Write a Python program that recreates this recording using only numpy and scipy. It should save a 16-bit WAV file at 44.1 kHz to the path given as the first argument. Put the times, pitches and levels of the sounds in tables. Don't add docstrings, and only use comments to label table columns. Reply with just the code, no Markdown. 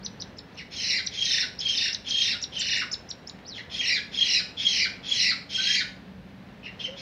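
import sys
import numpy as np
from scipy import signal
from scipy.fft import rfft, irfft, next_fast_len
from scipy.io import wavfile
from scipy.ndimage import uniform_filter1d, map_coordinates

SR = 44100
rng = np.random.default_rng(int(sys.argv[2]) if len(sys.argv) > 2 else 0)


def generate_wav(sig):
    pcm = np.round(np.clip(np.atleast_2d(sig).T, -1, 1) * 32767).astype(np.int16)
    wavfile.write(sys.argv[1], SR, pcm)


N = 309524

# (time [s], rumble level [dB], rush level [dB])
TRAFFIC_LEVELS = [(0.0, -47.5, -51), (0.47, -50.5, -53.5), (5.67, -50, -52.5), (6.27, -48.5, -54.5),
                  (7.02, -49.5, -51)]
# (frequency [Hz], relative level [dB])
RUMBLE_SPECTRUM = [(20, -55.5), (38, -38.5), (52, -5), (110, -4), (180, -4.5), (290, -5), (320, -43.5),
                   (420, -12.5), (600, -53.5)]
# (frequency [Hz], relative level [dB])
RUSH_SPECTRUM = [(200, -25.5), (320, -7.5), (520, -7), (1270, -16), (1700, -13.5), (2600, -18.5),
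                 (4000, -22.5), (6000, -33.5), (8000, -47.5), (9500, -92)]
# (time [s], pitch [Hz], level [dB])
ENGINE_NOTE = [(0, 188.4, -49), (.5, 189.7, -60), (5.6, 188.5, -53), (6, 186.2, -47), (6.5, 187.9, -53),
               (7.02, 189, -54)]
# (time [s], pitch [Hz], level [dB])
DOVE_COO = [(6.86, 520, -71), (6.89, 517, -43), (6.94, 566, -46), (6.97, 550, -57), (7.02, 547, -47)]
# (time [s], level before a 10 dB trim [dB])
LITTER_TICKS = [(3.1841, -52.5), (3.16, -61), (3.3889, -37), (2.1, -30)]
# (time [s], pitch [Hz], level [dB])
BIRD_WHISTLE = [(3.45, 3750, -50.5), (3.47, 5070, -51), (3.483, 5960, -39), (3.5, 4750, -45),
                (3.53, 3900, -46.5), (3.55, 3550, -47)]
# (time of the drop [s], shelf pitch [Hz], shelf length [s], climb top pitch [Hz],
#  climb level [dB], drop level [dB])
BIRD_CHIPS = [(.061, 6000, 0.013, 6320, -43, -30.5), (0.22, 6000, 0.0055, 6060, -43, -33),
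              (0.389, 5400, 0.0036, 7160, -51, -41), (.555, 6200, 0.011, 6140, -75, -57),
              (1.071, 5900, 0.0062, 7500, -45.5, -26.5), (1.255, 6200, 0.008, 6636, -38, -26),
              (1.611, 5300, 0.0078, 6500, -34.5, -33.5), (1.78, 5300, .008, 6500, -43, -30.5),
              (1.946, 6200, 0.0062, 6170, -37, -28), (2.107, 6100, 0.009, 6880, -37, -29),
              (2.438, 5700, 0.012, 7140, -37, -27), (2.611, 5800, 0.011, 7360, -33.5, -32),
              (2.786, 5720, 0.0084, 7300, -34, -48), (2.94, 5350, 0.011, 6980, -33.5, -31.5),
              (3.111, 5700, 0.0073, 7270, -38.5, -32.5), (3.295, 7000, 0.0073, 6980, -38.5, -38)]
# (start [s], first swing [s], time the swings are counted from [s], last swing [s],
#  accent pitch [Hz], top pitch bent to after it [Hz], top pitch of the last swing [Hz],
#  top level before the accent [dB], accent level [dB], top level after it [dB],
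#  loudest dip level [dB], overtone level [dB], lowest pitch of the ending [Hz], sinking time [s])
BEGGING_CALLS = [(0.565, 0.586, 0.586, 0.586, 2882, 2916, 2870, -39.5, -41.5, -39.5, -42, -28.5, 1794, .03),
                 (0.706, 0.728, 0.760, 0.96, 3356, 2782, 2450, -46, -37, -34.5, -34.5, -25, 1534, 0.043),
                 (1.108, 1.148, 1.216, 1.402, 3309, 2952, 2820, -27, -19.5, -29, -39, -24, 1477, .045),
                 (1.594, 1.623, 1.696, 1.877, 3270, 2890, 2846, -22.5, -21, -29.5, -42, -25.5, 1475, 0.019),
                 (2.045, 2.078, 2.21, 2.302, 3272, 2852, 2720, -22.5, -22.5, -29, -42, -25.5, 1411, .05),
                 (2.519, 2.544, 2.6, 2.792, 3142, 2905, 2873, -25, -27, -29, -37, -27.5, 1200, .045),
                 (3.535, 3.566, 3.566, 3.566, 3400, 3400, 3410, -42, -37, -42, -42.5, -25.5, 1680, .04),
                 (3.698, 3.746, 3.8, 3.925, 3296, 2817, 2453, -25.5, -21, -29, -33.5, -22, 1620, 0.063),
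                 (4.115, 4.146, 4.217, 4.371, 3322, 2844, 2566, -24, -17, -25.5, -36.5, -23, 1448, 0.04),
                 (4.567, 4.606, 4.66, 4.823, 3360, 2950, 2430, -18.5, -16, -26, -34, -22, 1521, 0.048),
                 (5.029, 5.064, 5.12, 5.29, 3384, 2757, 2473, -27.5, -18, -28.5, -33, -23, 1302, .04),
                 (5.49, 5.515, 5.74, 5.776, 3260, 2666, 2443, -24, -26.5, -27.5, -33, -23, 1429, 0.054),
                 (6.631, 6.657, 6.55, 6.657, 2907, 2913, 2901, -37, -35.5, -31.5, -42, -31.5, 1818, .025),
                 (6.793, 6.813, 6.8, 6.848, 3162, 3163, 3158, -27, -37, -25, -48, -30, 1830, .025),
                 (6.963, 6.983, 7.17, 7.014, 3390, 3374, 3380, -29, -32, -29, -50, -30.5, 2000, .041)]
# (time [s], dip pitch [Hz])
DIP_PITCH = [(1.05, 1907), (1.3, 1731), (2.9, 1726), (3.7, 1890), (5.8, 1894)]
# (multiple of the pitch, level relative to the overtone [dB])
UPPER_PARTIALS = [(3, -12.5), (4, -23), (5, -30)]
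# (time [s], pitch [Hz], level [dB])
LOW_UNDERTONE = [(5.578, 1500, -54), (5.6, 1545, -48), (5.65, 1566, -57), (5.7, 1718, -44),
                 (5.73, 1790, -49)]
# (frequency [Hz], time to fall 60 dB [s])
YARD_DECAY = [(1500, 0.4), (6000, 0.32), (10000, 0.52)]
# (frequency [Hz], gain [dB])
THROAT_AND_MIC = [(1150, 7), (1500, 12.5), (3200, 0.5), (3600, 1.5), (4100, 5), (4600, 0), (5300, 4),
                  (6300, -10), (7200, -11), (8500, -21), (12000, -26), (15000, -22)]

SWING_S = .0362
SAG_SHAPE = .8
DIP_SWELL_DB = 3.5
OVER_START_DB, OVER_CLOSES = 12.5, 0.7
SCATTER_DB, SCATTER_PITCH = 1.2, .008
OPENING, OPENING_DB = 1.01, 8.5
FADE_TOP_DB, FADE_DIP_DB, FADE_OVER_DB = 3.5, 2, 4
CLEARING = 0.74
FIRST_DIP = .8
SILENT_DB = -120
TOP_HZ = 15720


def amp(db):
    return 10 ** (np.asarray(db) / 20)


def unit(x):
    return x / np.sqrt(np.mean(x ** 2) + 1e-20)


def along(points, hz):
    f, v = np.transpose(points)
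    return np.interp(np.log(hz + 1), np.log(f + 1), v)


def curves(rows):
    s, *cols = np.transpose(rows)
    return [np.interp(np.arange(N) / SR, s, c) for c in cols]


def wobble(rate):
    knots = rng.standard_normal(int(N * rate / SR) + 4)
    return map_coordinates(knots, [np.arange(N) * rate / SR])


def filtered(x, response):
    m = next_fast_len(N + SR // 2)
    return irfft(rfft(x, m) * response(np.fft.rfftfreq(m, 1 / SR)), m)[..., :N]


def tone(hz, db, rough=0, rasp_rate=600):
    share = np.clip(rough, 0, 1)
    size = np.sqrt(1 - share) + np.sqrt(share) * unit(wobble(rasp_rate))
    level = uniform_filter1d(amp(db), size=90)
    return np.sqrt(2) * level * size * np.sin(2 * np.pi * np.cumsum(hz) / SR)


def sung(rows):
    (start, hz, _), (end, last_hz, _) = rows[0], rows[-1]
    before, after = (start - .004, hz, SILENT_DB), (end + .004, last_hz, SILENT_DB)
    return curves([before] + list(rows) + [after])


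def coloured_noise(spectrum):
    return unit(filtered(rng.standard_normal(N), lambda hz: amp(along(spectrum, hz))))


def traffic():
    rumble_db, rush_db = curves(TRAFFIC_LEVELS)
    rumble = amp(rumble_db + 0.2 * wobble(8.8)) * coloured_noise(RUMBLE_SPECTRUM)
    rush = amp(rush_db + 1.0 + .8 * wobble(9.4)) * coloured_noise(RUSH_SPECTRUM)
    hz, db = curves(ENGINE_NOTE)
    engine = tone(hz * (1 + 0.015 * wobble(13)), db, rough=0.27, rasp_rate=51)
    return rumble + rush + engine


def dove():
    hz, db = sung(DOVE_COO)
    return tone(hz * (1 + 0.018 * wobble(60)), db + 3 * wobble(45))


def ticks():
    out, t = np.zeros(N + SR), np.arange(600) / SR
    for s, db in LITTER_TICKS:
        burst = amp(db - 10.0 - 60 * t / 0.019) * rng.standard_normal(len(t))
        out[round(s * SR):][:len(t)] += burst
    return out[:N]


def small_bird():
    whistle = tone(*sung(BIRD_WHISTLE), rough=.25, rasp_rate=590)
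    climbs, drops = [], []
    for s, shelf_hz, shelf_s, top_hz, climb_db, drop_db in BIRD_CHIPS:
        start = s - shelf_s
        climbs += [(start - .024, 4000, SILENT_DB),
                   (start - .021, 4200, climb_db - 19.0),
                   (start - .012, .78 * top_hz, climb_db),
                   (start - .007, .9 * top_hz, climb_db - 0.5),
                   (start - .003, top_hz, climb_db),
                   (start + 0.0069, top_hz, climb_db - 3.0),
                   (start + 0.016, top_hz, SILENT_DB)]
        drops += [(start - .003, .96 * shelf_hz, SILENT_DB),
                  (start, .97 * shelf_hz, drop_db),
                  (s, shelf_hz, drop_db),
                  (s + 0.0026, 4100, drop_db + 1.0),
                  (s + .007, 3200, drop_db - 12.5),
                  (s + .007 + 0.0017, 2900, SILENT_DB)]
    climb_hz, climb_db = curves(climbs)
    climbing = tone(climb_hz, climb_db + 4 * wobble(160), rough=0.24, rasp_rate=1200)
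    dropping = tone(*curves(drops), rough=0.028, rasp_rate=1900)
    return whistle + climbing + dropping


def swings(first_s, count_s, last_s, accent_hz, bent_hz, last_hz,
           lead_db, accent_db, later_db, dip_db, over_db):
    before = round((count_s - first_s) / SWING_S)
    after = round((last_s - count_s) / SWING_S)
    k = np.arange(before + after + 1)
    chance = rng.standard_normal((len(k), 4))
    first, last, leading = k == 0, k == k[-1], k < before
    lead_period = (count_s - first_s) / max(before, 1)
    later_period = (last_s - count_s) / max(after, 1)
    s = count_s + (k - before) * np.where(leading, lead_period, later_period)
    bend = (np.clip(k - before, 0, None) / max(after - 1, 1)) ** SAG_SHAPE
    lead_hz = np.where(first, OPENING, 1) * accent_hz
    hz = np.where(leading, lead_hz, accent_hz + (bent_hz - accent_hz) * bend)
    hz[-1] = last_hz
    top = np.where(k == before, accent_db, later_db - FADE_TOP_DB * last)
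    top = np.where(leading, lead_db - OPENING_DB * first, top)
    dip = dip_db - DIP_SWELL_DB * np.clip(k[-1] - 1 - k, 0, None) - FADE_DIP_DB * last
    over = over_db - OVER_START_DB * OVER_CLOSES ** k - FADE_OVER_DB * last
    levels = np.transpose([top, dip, over]) + SCATTER_DB * chance[:, 1:]
    return np.column_stack([s, hz * (1 + SCATTER_PITCH * chance[:, 0]), levels])


def screech_knots():
    knots = []  # (s, Hz, dB, overtone dB, roughness 0-1)
    for start_s, *voicing, low_hz, sink_s in BEGGING_CALLS:
        rows = swings(*voicing)
        for k, (s, top_hz, top_db, dip_db, over_db) in enumerate(rows):
            first, last = k == 0, k == len(rows) - 1
            dip_hz = np.interp(s, *np.transpose(DIP_PITCH))
            if first and not last:
                dip_hz = FIRST_DIP * top_hz
            top_rough, dip_rough = (.7, .9) if first else (.04, 0.34 * (1 - CLEARING * k / len(rows)))
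            if first:
                knots += [(start_s - .003, top_hz, SILENT_DB, SILENT_DB, .95),
                          (start_s, top_hz, top_db - 13, over_db - 16.5, .95)]
            knots += [(s - .007, .97 * top_hz, top_db - 5.5, over_db, top_rough),
                      (s + .004, top_hz, top_db, over_db, top_rough)]
            if last:
                end = s + 1.2 * sink_s
                knots += [(s + 0.42 * sink_s, 1.1 * dip_hz, dip_db, over_db, .12),
                          (s + .75 * sink_s, 1.03 * low_hz, dip_db - 11, over_db - 8, .35),
                          (end, low_hz, dip_db - 22, over_db - 14, .5),
                          (end + .012, low_hz, SILENT_DB, SILENT_DB, .3)]
            else:
                period = rows[k + 1, 0] - s
                knots += [(s + .36 * period, 1.1 * dip_hz, dip_db, over_db, dip_rough),
                          (s + .54 * period, dip_hz, dip_db, over_db, dip_rough),
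                          (s + .66 * period, 1.25 * dip_hz, dip_db + 0.5, over_db - 6.5, dip_rough)]
    return knots


def screech():
    hz, db, over_db, rough = curves(screech_knots())
    hz = uniform_filter1d(hz, size=180)
    hz = hz * (1 + (.006 + 0.01997 * rough) * wobble(400))
    voice = tone(hz, db + 1.0 * wobble(250), 0.77 * rough)
    overtone_db = over_db - 12 * rough + 2.6 * wobble(300)
    voice += tone(2 * hz, overtone_db, rough + 0.077, rasp_rate=800)
    voice += tone(np.full(N, 4300), over_db - 17 * (1 - rough), rough=1.0, rasp_rate=4200)
    for multiple, level_db in UPPER_PARTIALS:
        partial_db = over_db + level_db + 3 * wobble(300)
        voice += tone(multiple * hz, partial_db, rough + .2, rasp_rate=1200)
    return voice + tone(*sung(LOW_UNDERTONE), rough=0.05)


def nearby_walls(x, echo_db):
    answer = np.zeros(SR // 20)
    delay_s = rng.uniform(0.00091, .025, size=40)
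    sign = rng.choice([-1, 1], size=40)
    answer[np.round(delay_s * SR).astype(int)] = sign * amp(echo_db - 330 * delay_s)
    answer[0] = 1
    return signal.fftconvolve(x, answer)[:N]


def yard(x, gap_s):
    hz, t, z = signal.stft(rng.standard_normal(SR // 2), SR, nperseg=256)
    decay = amp(-60 * t / along(YARD_DECAY, hz)[:, None])
    tail = signal.istft(z * decay, SR, nperseg=256)[1]
    delayed = np.pad(x, (round(gap_s * SR), 0))
    return signal.fftconvolve(delayed, tail / np.linalg.norm(tail))[:N]


def scene():
    hum, coo = traffic(), dove()
    near, far = small_bird() + ticks(), screech()
    birds = nearby_walls(near, echo_db=-20) + amp(-13.5) * yard(near, gap_s=0.0082)
    birds += amp(-4) * nearby_walls(far, echo_db=-11) + amp(-3.5) * yard(far, gap_s=0.0086)
    coloured = filtered(birds, lambda hz: amp(along(THROAT_AND_MIC, hz)))
    return (coloured + coo + hum)[None]


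def record(dry):
    hiss = amp(-78.5) * rng.standard_normal(dry.shape)
    return filtered(dry + hiss, lambda hz: hz < TOP_HZ)


dry = scene()
out = record(dry)
generate_wav(out)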